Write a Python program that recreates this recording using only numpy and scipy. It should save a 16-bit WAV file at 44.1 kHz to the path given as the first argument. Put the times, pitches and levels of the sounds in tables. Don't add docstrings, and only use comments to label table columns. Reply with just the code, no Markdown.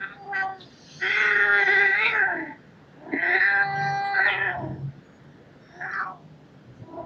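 import sys
import numpy as np
from scipy import signal
from scipy.io import wavfile
from scipy.ndimage import uniform_filter1d

SR = 44100
rng = np.random.default_rng(int(sys.argv[2]) if len(sys.argv) > 2 else 0)


def elevation(decibels):
    levels = np.asarray(decibels, float)
    return 10 ** (levels / 20)


def file_out(sig):
    cols = np.atleast_2d(sig).T
    lim = np.clip(cols, -1, 1)
    pcm = np.round(lim * 32767).astype(np.int16)
    wavfile.write(sys.argv[1], SR, pcm)


N = 311204
REGISTER_GLIDE_S = .04

# time_s, pitch_hz
PITCH = [
    [(0, 388), (.17, 404), (.25, 390), (.31, 404), (.36, 383), (.53, 385), (.68, 348)],
    [(.98, 355), (1.19, 428), (1.3, 416), (1.59, 402), (1.68, 394), (1.93, 395), (2.065, 455), (2.17, 432),
     (2.45, 296)],
    [(2.96, 287), (3.09, 318), (3.32, 360), (3.47, 400), (3.73, 394.5), (4.126, 399), (4.2, 387),
     (4.43, 396), (4.64, 316)],
    [(5.66, 337), (5.77, 348), (5.83, 370), (5.93, 392), (6.09, 380), (6.24, 325)],
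    [(6.8, 317), (6.9, 331), (7.04, 329)],
]
# time_s, level_db
EFFORT = [
    [(0.0, -48), (0.01, -35.5), (0.042, -28.5), (0.054, -41.5), (0.165, -47.5), (0.36, -27), (0.402, -25.5),
     (0.53, -32), (0.68, -58)],
    [(0.98, -64), (1.028, -25.5), (1.24, -21), (1.664, -20), (1.804, -20), (2.116, -25), (2.234, -20),
     (2.52, -43.5), (2.575, -59)],
    [(2.96, -60), (3.2, -25), (3.61, -15.5), (3.65, -22), (3.8, -18.5), (4.12, -23), (4.26, -18.5),
     (4.63, -33.5), (4.84, -62)],
    [(5.69, -40), (5.776, -32), (5.826, -33.5), (5.928, -33.5), (5.934, -32), (5.98, -26), (6.1, -38.5),
     (6.26, -75)],
    [(6.8, -57.5), (6.87, -42), (6.98, -25.5), (7.09, -34.5)],
]
# time_s, mouth_hz, throat_hz, squeeze_0_to_1
TRACT = [
    [(0, 1690, 3440, 0.38), (.2, 1510, 3850, 0.58), (.32, 1540, 3400, 0.27), (.36, 1693, 2780, 0.51),
     (.5, 1696, 3300, 0.22)],
    [(.98, 1687, 3100, 0.39), (1.15, 1772, 3360, 0.59), (1.5, 1630, 3320, 0.36), (1.6, 1750, 3280, 0.46),
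     (1.96, 1707, 3760, 0.46), (2.065, 1836, 3730, 0.82), (2.16, 1704, 3630, 0.46),
     (2.26, 1697, 2960, 0.24), (2.5, 1745, 3530, 0.4)],
    [(3.12, 1810, 2930, 0.36), (3.2, 1775, 3080, 0.36), (3.38, 1700, 3930, 0.45), (3.6, 1478, 4040, 0.34),
     (3.68, 1700, 4200, 0.26), (4.14, 1683, 4240, 0.37), (4.26, 1696, 4060, 0.39), (4.31, 1694, 2940, 0.65),
     (4.45, 1577, 2840, 0.48), (4.6, 1650, 2960, 0.21)],
    [(5.66, 1680, 3700, 0.08), (5.88, 1607, 3820, 0.34), (5.94, 1562, 4370, 0.46), (6.06, 1254, 4140, 0.17),
     (6.2, 835, 3860, 0.28)],
    [(6.8, 1300, 3770, 0.01), (7.04, 1340, 3870, 0)],
]
# start_s, glide_s, opening_0_to_1
JAW = [(0, .01, 1), (0.118, 0.048, 0), (0.321, 0.01, 0.93), (0.418, 0.017, 0.49), (.9, .01, 1),
       (1.421, 0.037, 0.83), (1.609, 0.056, 0.91), (2.0, 0.054, 0.79), (2.13, .05, 0.92),
       (2.255, 0.039, 0.79), (2.8, .01, 0.4), (3.08, .01, 0.77), (3.123, 0.0044, 0.87),
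       (3.448, 0.093, 0.66), (3.62, 0.059, 0.5), (3.74, .02, 0.61), (3.88, .03, 0.54), (4.134, .015, 0.95),
       (4.21, 0.011, 0.8), (4.28, 0.02, 0.84), (4.4, 0.015, 0.86), (4.5, 0.13, 0.19), (5.498, .01, 0.41),
       (5.8, 0.019, 1), (5.88, 0.023, 1.0), (6.0, 0.083, 0.77), (6.6, .01, .1)]
# start_s, upper_over_lower_mouth_db, throat_rasp_db, sinus_ring_db, palate_ring_db
TONGUE = [(0, -13.5, 10, -3, 1), (.16, -16, -27, 14, 0), (.32, -3.5, 4.5, -1, 13),
          (.9, 1.5, 8.5, -17.5, -1), (1.15, -5, 4.5, 5, 16), (1.3, -3, 4, -1, -8), (1.4, 2, 7, -1, -5),
          (1.46, -7, 4, 3, -8), (1.53, -3, 5.5, 6, 5), (1.575, 2.5, 4.5, 7.5, 7), (1.85, 4, 5, 10, -8.5),
          (2.0, 0.5, 0.5, -7, -11.5), (2.16, -6.5, 4, 6.5, -17), (2.24, -12, 5.5, 5, -11.5),
          (2.36, 5.5, 0.5, 20, -9), (2.8, -21, -9, -4, -11), (3.11, 16, 1.5, 18.5, -4),
          (3.2, 3, 6, 12, -6.5), (3.3, 11, 6.5, 9, -8), (3.4, 13.5, 3, -4, 11), (3.53, 13.5, -5, -3, 13.5),
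          (3.62, 4, 9, -10.5, 10), (3.74, -11, 6, -11, -17), (3.84, -7.5, 6.5, -0.5, 6.5),
          (4.04, 4.5, 7, 8, 12.5), (4.135, -11.5, 4, 2, -16.5), (4.2, 1, 4, -2, -7.5),
          (4.25, 7, 7, -8, 6.5), (4.38, 13.5, 5, -27, 7), (4.5, -3, 5.5, -20, -1),
          (4.62, -8, 7, -10, -12.5), (5.5, 7, 2.5, -16, -12), (5.85, -1.5, -21, 1.5, 13.5),
          (6.0, -2, -5, -4.5, -15), (6.6, 13, -11, 8, -19)]
# start_s, nose_db, cheek_db
PALATE = [(0, -1.5, 3.5), (.16, 4, 0), (.33, 2, -1.5), (.5, -11, -4), (.9, -1.5, -5.5), (1.09, -1.5, -0.5),
          (1.28, -2.5, -3), (1.58, 0, -6), (1.78, 0.5, 2), (1.93, -2, 2.5), (2.13, 0, 11),
          (2.33, -0.5, 6.5), (2.8, 4, -7), (3.14, -4, 7), (3.22, -1, 3), (3.36, -10.5, -3),
          (3.44, -11.5, -1), (3.62, -1.5, 0.5), (4.13, 6.5, -9), (4.19, -8.5, 1), (4.25, 2, 2),
          (4.44, 1, 6.5), (5.5, -15.5, -4), (5.79, 11.5, -11), (5.86, 0, -2), (6.08, 8, 2), (6.6, -4, 3.5)]


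def growl(pitch, effort, tract):
    t = np.arange(effort[0][0], effort[-1][0] + .02, 1 / SR)
    n = len(t)
    mouth_hz, throat_hz, squeeze = curves(tract, t)
    opening = steps(JAW, np.transpose(JAW)[1], t)[1]
    tilt_db, rasp_db, sinus_db, palate_db = steps(TONGUE, .0073, t)
    nasal_db, cheek_db = steps(PALATE, REGISTER_GLIDE_S, t)

    aim_hz = curves(pitch, t)[0] + moments(QUAVERS, t)
    unsteady = np.clip(register(t, aim_hz)[0] / 30 - .2, 0, 1.5)
    waver = noise_band(n, 12, 40, order=3)
    throb = noise_band(n, 12, 40, order=3)
    hz = wandering(aim_hz, unsteady, waver)
    tissue = signal.butter(3, [250, 5500], "band", fs=SR, output="sos")
    pulses = signal.sosfilt(tissue, folds(t, hz))

    leak = rng.standard_normal(n)
    leaky = np.minimum(unsteady, 1) * leak
    parts = (
        chest_ring(pulses, hz, unsteady, waver),
        nose_ring(pulses, hz, leak, palate_db, unsteady, throb),
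        mouth_ring(pulses + .028 * leaky, mouth_hz, squeeze, tilt_db),
        throat_ring(pulses, pulses + .09 * leaky, throat_hz, sinus_db, cheek_db - rasp_db, opening),
    )
    gains = levels(t, effort, opening, squeeze, rasp_db, nasal_db)
    voice = sum(gain * evened(part, 1500) for part, gain in zip(parts, gains))
    voice *= elevation(0.5 * unsteady * throb)

    since_start = t + (t[0] == 0) - t[0]
    until_end = t[-1] + (t[-1] > 7) - t
    fade = np.clip(np.minimum(since_start, until_end) / .02, 0, 1)
    return t[0], voice * fade


# middle_s, length_s, shift_hz
QUAVERS = [(1.105, .06, 10), (1.235, .05, -4), (1.37, .04, -8), (1.675, .06, -12), (1.72, .06, 10),
           (1.775, .05, -6), (1.825, .08, 10), (1.9, .08, -10), (2.086, .05, 14), (2.22, .08, -22),
           (2.33, .14, -14), (3.085, .06, 14), (3.145, .07, -20), (3.36, .07, 6), (3.415, .06, -14),
           (4.262, .07, 22), (4.35, .08, -10), (4.19, .05, -8), (4.5, .08, -8), (4.58, .1, 16)]


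def wandering(aim_hz, unsteady, waver):
    wobble_hz = 13
    wobble = noise_band(len(aim_hz), wobble_hz, wobble_hz / 2, order=2)
    return aim_hz * (1 + .006 * unsteady * waver + .009 * np.minimum(.08 + unsteady, 1) * wobble)


def folds(t, hz):
    turns = np.cumsum(hz) / SR
    cycle = np.arange(1, int(turns[-1]))
    at = np.interp(cycle, turns, t)
    scatter_us, late_us = register(at, np.interp(at, t, hz))
    chance = rng.standard_normal((len(cycle), 3))
    drift = signal.lfilter([1], [1, -.8], chance[:, 2]) * 0.93
    pair = (-1.) ** cycle
    shift_us = scatter_us * (chance[:, 0] + drift) + late_us * pair
    place = (at - t[0] + 1e-6 * shift_us) * SR
    size = 1 + late_us / 260 * pair
    size *= np.exp(np.sqrt(scatter_us / 900) * np.clip(chance[:, 1], -2, 1.5))

    near = np.round(place).astype(int)[:, None] + np.arange(-8, 9)
    out = np.zeros(len(t) + 64)
    np.add.at(out, near, size[:, None] * np.sinc(near - place[:, None]) * np.hanning(17))
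    return out[:len(t)]


# start_s, random_timing_us, second_pulse_late_us
REGISTERS = [(0, 28, 50), (.16, 8, 0), (.31, 12, 22), (.43, 10, 10), (.9, 75, 40), (1.17, 40, 68),
             (1.4, 17, 60), (1.6, 45, 30), (1.67, 25, 24), (2, 40, 15), (2.8, 50, 55), (3.43, 13, 45),
             (3.62, 6.5, 0), (4.125, 45, 30), (4.22, 85, 88), (4.38, 40, 85), (4.49, 40, 50),
             (4.64, 150, 40), (5.5, 70, 30), (5.92, 50, 65), (6.12, 60, 40), (6.6, -30, 25)]


def register(t, hz):
    taut_hz, slack_us_per_hz = 385, 1.25
    scatter_us, late_us = steps(REGISTERS, REGISTER_GLIDE_S, t)
    slack_us = slack_us_per_hz * np.maximum(taut_hz - hz, 0)
    return np.maximum(scatter_us + slack_us, 3), late_us


def chest_ring(pulses, hz, unsteady, waver):
    tone = evened(resonate(pulses, hz, 190, order=2), 1500)
    rumble = noise_band(len(pulses), hz, 160, order=2)
    return (tone + .15 * unsteady * rumble) * elevation(2.2 * unsteady * waver - 5.5)


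def nose_ring(pulses, hz, leak, palate_db, unsteady, throb):
    nose = elevation(unsteady * (1.5 * throb - 3)) * resonate(pulses, 2 * hz, 240, order=2)
    nose -= elevation(-5.5) * resonate(pulses, 876, 270, order=2)
    nose += elevation(palate_db - 19.5) * resonate(pulses, 1083, 280, order=3)
    nose += elevation(-8.5) * resonate(pulses, 627, 150, order=2)
    return nose + elevation(-45.5) * resonate(leak, 750, 2200, order=4)


def mouth_ring(hoarse, mouth_hz, squeeze, tilt_db):
    split_hz, squeezed_split_hz = 57, 807
    half_hz = (split_hz + (squeezed_split_hz - split_hz) * squeeze) / 2
    low_hz, high_hz = mouth_hz - half_hz, mouth_hz + half_hz
    mouth = resonate(hoarse, low_hz, 330, order=3)
    mouth -= elevation(1.5 + tilt_db) * resonate(hoarse, high_hz, 410, order=3)
    return mouth - .7 * resonate(mouth, low_hz - 360, 260)


def throat_ring(pulses, breathy, throat_hz, sinus_db, cheek_db, opening):
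    cheek_shut_db = -26
    throat = resonate(breathy, throat_hz, 540, order=3)
    throat += elevation(sinus_db - 11) * resonate(pulses, 4030, 380, order=3)
    cheek_gain = elevation(12.0 + cheek_db + cheek_shut_db * (1 - opening))
    throat += cheek_gain * resonate(breathy, 2549, 620, order=3)
    return throat - .9 * resonate(throat, 2890, 600)


# middle_s, length_s, depth_db
CATCHES = [(0.252, 0.014, -31), (.485, 0.015, -29), (1.068, 0.031, 2.5), (1.091, 0.037, -2),
           (1.137, 0.033, -7), (1.824, 0.071, 2), (3.125, 0.0091, 0.5), (3.136, 0.023, 3),
           (3.349, 0.026, 3.5), (3.523, 0.086, -0.5), (3.585, 0.25, 3.5), (3.08, 0.013, -4),
           (4.465, 0.087, 1.5), (2.447, 0.012, -12), (1.35, 0.015, -5), (1.649, 0.036, -12),
           (1.897, 0.092, -2.5), (2.108, 0.076, -2), (3.392, 0.021, -3), (4.188, 0.004, -3),
           (4.349, 0.22, -7), (5.915, 0.02, -12)]
# start_s, chest_over_effort_db
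CHEST = [(0, -20.5), (.15, -9.5), (.31, -22), (.43, -18), (.9, -16.5), (1.16, -15), (1.55, -12), (1.9, -26),
         (1.97, -15), (2.2, -22.5), (2.28, -18), (2.32, 1), (2.8, 3), (3.06, 6), (3.14, -19), (3.23, -14.5),
         (3.36, -30), (3.5, -29), (3.62, -21.5), (4.23, -22.5), (4.29, -12.5), (4.43, -16.5), (4.5, -30),
         (4.57, -1), (4.69, 7.5), (5.5, -21.5), (5.9, -24), (6.1, -13), (6.6, -2.5), (6.9, -3.5),
         (6.94, -11)]


def levels(t, effort, opening, squeeze, rasp_db, nasal_db):
    shut_db, gape_db = -45.5, 14
    loose_db, tight_db = -54.5, 14
    effort_db = curves(effort, t)[0] + moments(CATCHES, t)
    mouth = elevation(shut_db + (gape_db - shut_db) * opening)
    total = np.hypot(1, mouth)
    chest = elevation(steps(CHEST, REGISTER_GLIDE_S, t)[0])
    nose = elevation(nasal_db - 4.5) / total
    throat = elevation(loose_db + (tight_db - loose_db) * squeeze + rasp_db)
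    return elevation(effort_db) * np.array([chest, nose, mouth / total, throat])


# start_s, length_s, hum_db, pitch_hz, thud_over_hum_db
DRAGS = [(0.233, 0.096, -61.5, 150, -23), (0.908, .12, -49.5, 148, -30), (2.045, 0.1, -56, 145, -10),
         (2.378, 0.11, -69, 145, 6), (2.686, 0.16, -80, 144, -3.5), (3.586, .45, -33.5, 146, -43),
         (4.171, 0.52, -46.5, 128, -28), (4.469, 0.4, -34.5, 132, -2.5), (4.769, 0.18, -30, 139, -41),
         (4.914, 0.1, -48, 140, -6), (5.178, 0.18, -53, 143, -36), (5.752, 0.15, -55, 148, -32.5),
         (6.186, 0.2, -47, 155, -22.5), (6.658, 0.099, -45.5, 123, -22), (6.779, 0.074, -44, 120, -1),
         (6.947, 0.14, -52, 120, 0.5)]


def boot():
    rest_hum_db, rest_thud_db = -59.5, -57.5
    t = np.arange(N) / SR
    start, length, hum_db, pitch_hz, thud_db = np.transpose(DRAGS)
    hz = np.interp(t, start + length / 2, pitch_hz)
    progress = np.clip((t[:, None] - start) / length, 0, 1)
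    swell = np.sin(np.pi * progress ** 1.08) ** 2
    tone = np.sqrt(2) * np.sin(2 * np.pi * np.cumsum(hz) / SR)
    hum = evened(0.85 * tone + 0.4 * noise_band(N, hz, 80, order=2))
    thud = noise_band(N, 130, 200, order=2)
    hum_gain = elevation(rest_hum_db) + swell @ elevation(hum_db)
    thud_gain = elevation(rest_thud_db) + swell @ elevation(hum_db + thud_db)
    return hum_gain * hum + thud_gain * thud


# time_s, level_db
RUB = [
    (0.55, -68.5),
    (0.76, -65.5),
    (0.92, -57.5),
    (1.21, -52.5),
    (1.42, -63.5),
    (1.7, -55),
    (2.0, -67.5),
    (2.1, -57.5),
    (2.27, -79),
]
# freq_hz, density_db_per_hz
RUB_COLOUR = [(710, -55.5), (1200, -34.5), (1700, -12), (2190, -37), (2480, -6.5), (3180, -5.5), (3540, -7),
              (4810, 0.5), (5070, -8), (6520, -9), (7420, -41), (9650, -50.5), (16300, -120)]
# freq_hz, width_hz, level_db
RUB_RINGS = [(3180, 190, -1), (4150, 19, -3), (4960, 42, -18.5), (5365, 26, 0.5), (6230, 70, -13.5),
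             (8740, 2000, -13)]


def rub():
    t = np.arange(N) / SR
    noise = coloured(RUB_COLOUR, patchy_db=4.5)
    white = rng.standard_normal(N)
    rings = sum(elevation(db) * evened(resonate(white, hz, 2 * width, order=3)) for hz, width, db in RUB_RINGS)
    on = np.clip(np.minimum(t - RUB[0][0], RUB[-1][0] - t) / 0.044, 0, 1)
    return elevation(curves(RUB, t)[0] + 6.5) * on * (noise + elevation(-16) * rings)


# start_s, end_s, pitch_hz, width_hz,
# level_db
WHISTLES = [(0.33, 0.47, 6350, 350, -66.9), (0.33, 0.46, 4650, 350, -53.8), (0.595, 0.65, 3700, 700, -48.8),
            (3.22, 3.38, 5300, 200, -61), (3.38, 3.5, 5000, 300, -58), (3.47, 3.59, 5000, 25, -62),
            (3.19, 3.27, 3120, 90, -54), (3.47, 3.61, 3400, 25, -56), (2.26, 2.34, 890, 25, -34),
            (2.36, 2.575, 880, 25, -46), (4.56, 4.8, 1700, 300, -58), (4.11, 4.17, 3580, 20, -57),
            (4.1, 4.2, 4350, 250, -49), (4.27, 4.36, 3200, 600, -38), (4.34, 4.56, 3150, 300, -51),
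            (3.72, 4.04, 5700, 150, -57.9), (3.8, 4.02, 5950, 150, -60.5), (3.78, 3.93, 4850, 150, -56.4),
            (3.76, 3.92, 1820, 90, -41), (3.82, 3.88, 4020, 150, -48), (3.78, 3.9, 2350, 150, -52),
            (3.74, 3.8, 3150, 250, -58.3), (3.65, 3.73, 7570, 30, -88.4), (3.88, 4.15, 7570, 10, -76.1),
            (4.38, 4.9, 5350, 80, -76.0), (5.01, 5.27, 6720, 15, -76.8), (5.56, 6.15, 5480, 170, -68.0),
            (5.68, 6.0, 5850, 140, -72.7), (5.6, 5.77, 3700, 80, -72.3), (5.925, 6.05, 4400, 600, -58),
            (5.9, 6.05, 6350, 150, -76.8), (5.8, 6.12, 2300, 150, -57.5), (4.04, 4.09, 8500, 1500, -70.8),
            (0, .9, 4730, 30, -70), (4.04, 4.09, 3300, 600, -57), (6.74, 6.81, 6000, 1500, -76.5)]


def whistles():
    out = np.zeros(N)
    for start, end, hz, width, db in WHISTLES:
        n = round((end - start) * SR)
        drift = 1 + .003 * noise_band(n, 4, 12, order=3)
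        whistle = noise_band(n, hz * drift, 1.7 * width, order=3)
        add(out, start, elevation(db) * whistle * signal.windows.tukey(n, .5))
    return out


# start_s, peak_db, ring_hz
TICKS = [(0.607, -38.5, 3900), (4.885, -52.5, 1494), (5.2244, -59, 1600), (5.912, -49.5, 4020),
         (5.913, -52, 5660), (5.933, -46, 4650), (5.934, -49, 5420), (5.934, -51, 3180),
         (5.95, -44.5, 5350), (4.06, -68, 10800), (4.07, -69, 9000), (5.237, -73.5, 10200),
         (6.5904, -61, 1660)]


def ticks():
    out = np.zeros(N)
    t = np.arange(400) / SR
    for start, db, hz in TICKS:
        add(out, start, elevation(db - 60 * t / 0.055) * np.sin(2 * np.pi * hz * t) * np.minimum(t / 0.0012, 1))
    return out


def room(x, t60_s):
    taps = np.zeros(SR // 2)
    at = np.arange(200, len(taps) - 20, 20)
    taps[at + rng.integers(0, 20, len(at))] = rng.choice([-1., 1.], len(at))
    decay = elevation(-60 * np.arange(len(taps)) / SR / t60_s)
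    tail = signal.lfilter([1], [1, -.6], taps * decay)
    return signal.fftconvolve(x, tail / np.linalg.norm(tail))[:N]


# freq_hz, density_db_per_hz
AIR = [(24, -41.5), (40, -28.5), (58, -24.5), (102, -31.5), (145, 1), (189, -0.5), (211, -5.5), (262, -2.5),
       (356, -9), (380, -6.5), (800, -14.5), (1150, -21.5), (1540, -26), (2450, -28), (3250, -27),
       (5400, -35.5), (7420, -43.5), (9650, -83), (16300, -120)]
# start_s, middle_hump_db
HUMP_STEPS = [
    (0, 20),
    (.16, 9.6),
    (.5, 10.4),
    (2.9, 13),
    (4.66, 5),
    (4.86, 10.7),
    (5.6, 15.3),
    (6.08, 3.5),
    (6.4, 7.9),
    (6.84, 3),
]


def air():
    level_db, hump_glide_s, hump_hz = -45.5, 0.046, [1350, 2020]
    noise = coloured(AIR, patchy_db=1.3)
    rest = signal.sosfiltfilt(signal.butter(2, hump_hz, "stop", fs=SR, output="sos"), noise)
    hump_db = steps(HUMP_STEPS, hump_glide_s, np.arange(N) / SR)[0]
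    return elevation(level_db - 7.0) * (rest + elevation(hump_db) * (noise - rest))


def coloured(points, patchy_db):
    hz = np.fft.rfftfreq(1024, 1 / SR)
    a, b, patches = rng.standard_normal((N // 256 + 5, 513, 3)).T
    patches = evened(uniform_filter1d(uniform_filter1d(patches, 8, 0), 12, 1))
    f, db = np.transpose(points)
    shape_db = np.interp(np.log(hz + 1), np.log(f + 1), db)[:, None]
    spectrum = (a + 1j * b) * elevation(shape_db + patchy_db * patches)
    return evened(signal.istft(spectrum, nperseg=1024, noverlap=768)[1][:N])


def resonate(x, hz, width, order=1):
    turn = np.exp(2j * np.pi * np.cumsum(hz * np.ones(len(x))) / SR)
    r = np.exp(-np.pi * width / SR)
    low = x / turn
    for _ in range(order):
        low = signal.lfilter([1 - r], [1, -r], low)
    return 2 * (turn * low).real


def noise_band(n, hz, width, order):
    return evened(resonate(rng.standard_normal(n), hz, width, order))


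def evened(x, span=None):
    power = uniform_filter1d(uniform_filter1d(x ** 2, span), span) if span else np.mean(x ** 2)
    return x / np.sqrt(np.abs(power) + 1e-20)


def curves(rows, t):
    s, *columns = np.transpose(rows)
    return [np.interp(t, s, c) for c in columns]


def steps(rows, glide_s, t):
    s, *columns = np.transpose(rows)
    knots = np.ravel([s[1:], (s + glide_s)[1:]], "F")
    return [np.interp(t, knots, np.repeat(c, 2)[1:-1]) for c in columns]


def moments(rows, t):
    middle, length, height = np.transpose(rows)
    return np.cos(np.pi * np.clip((t[:, None] - middle) / length, -.5, .5)) ** 2 @ height


def add(mix, start_s, sound):
    part = mix[round(start_s * SR):][:len(sound)]
    part += sound[:len(part)]


def scene():
    near = whistles() + ticks() + rub()
    for pitch, effort, tract in zip(PITCH, EFFORT, TRACT):
        add(near, *growl(pitch, effort, tract))
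    return (near + elevation(-10) * room(near, 0.14) + boot() + air())[None]


def low_pass(x):
    return signal.sosfilt(signal.butter(12, 15480, fs=SR, output="sos"), x)


def record(dry):
    thin = signal.sosfilt(signal.butter(2, 55, "high", fs=SR, output="sos"), dry)
    soft = np.tanh(thin)
    dull = signal.sosfilt(signal.butter(4, 9500, fs=SR, output="sos"), soft)
    hissy = dull + elevation(-88) * rng.standard_normal(dry.shape)
    return low_pass(hissy)


dry = scene()
out = record(dry)
file_out(out)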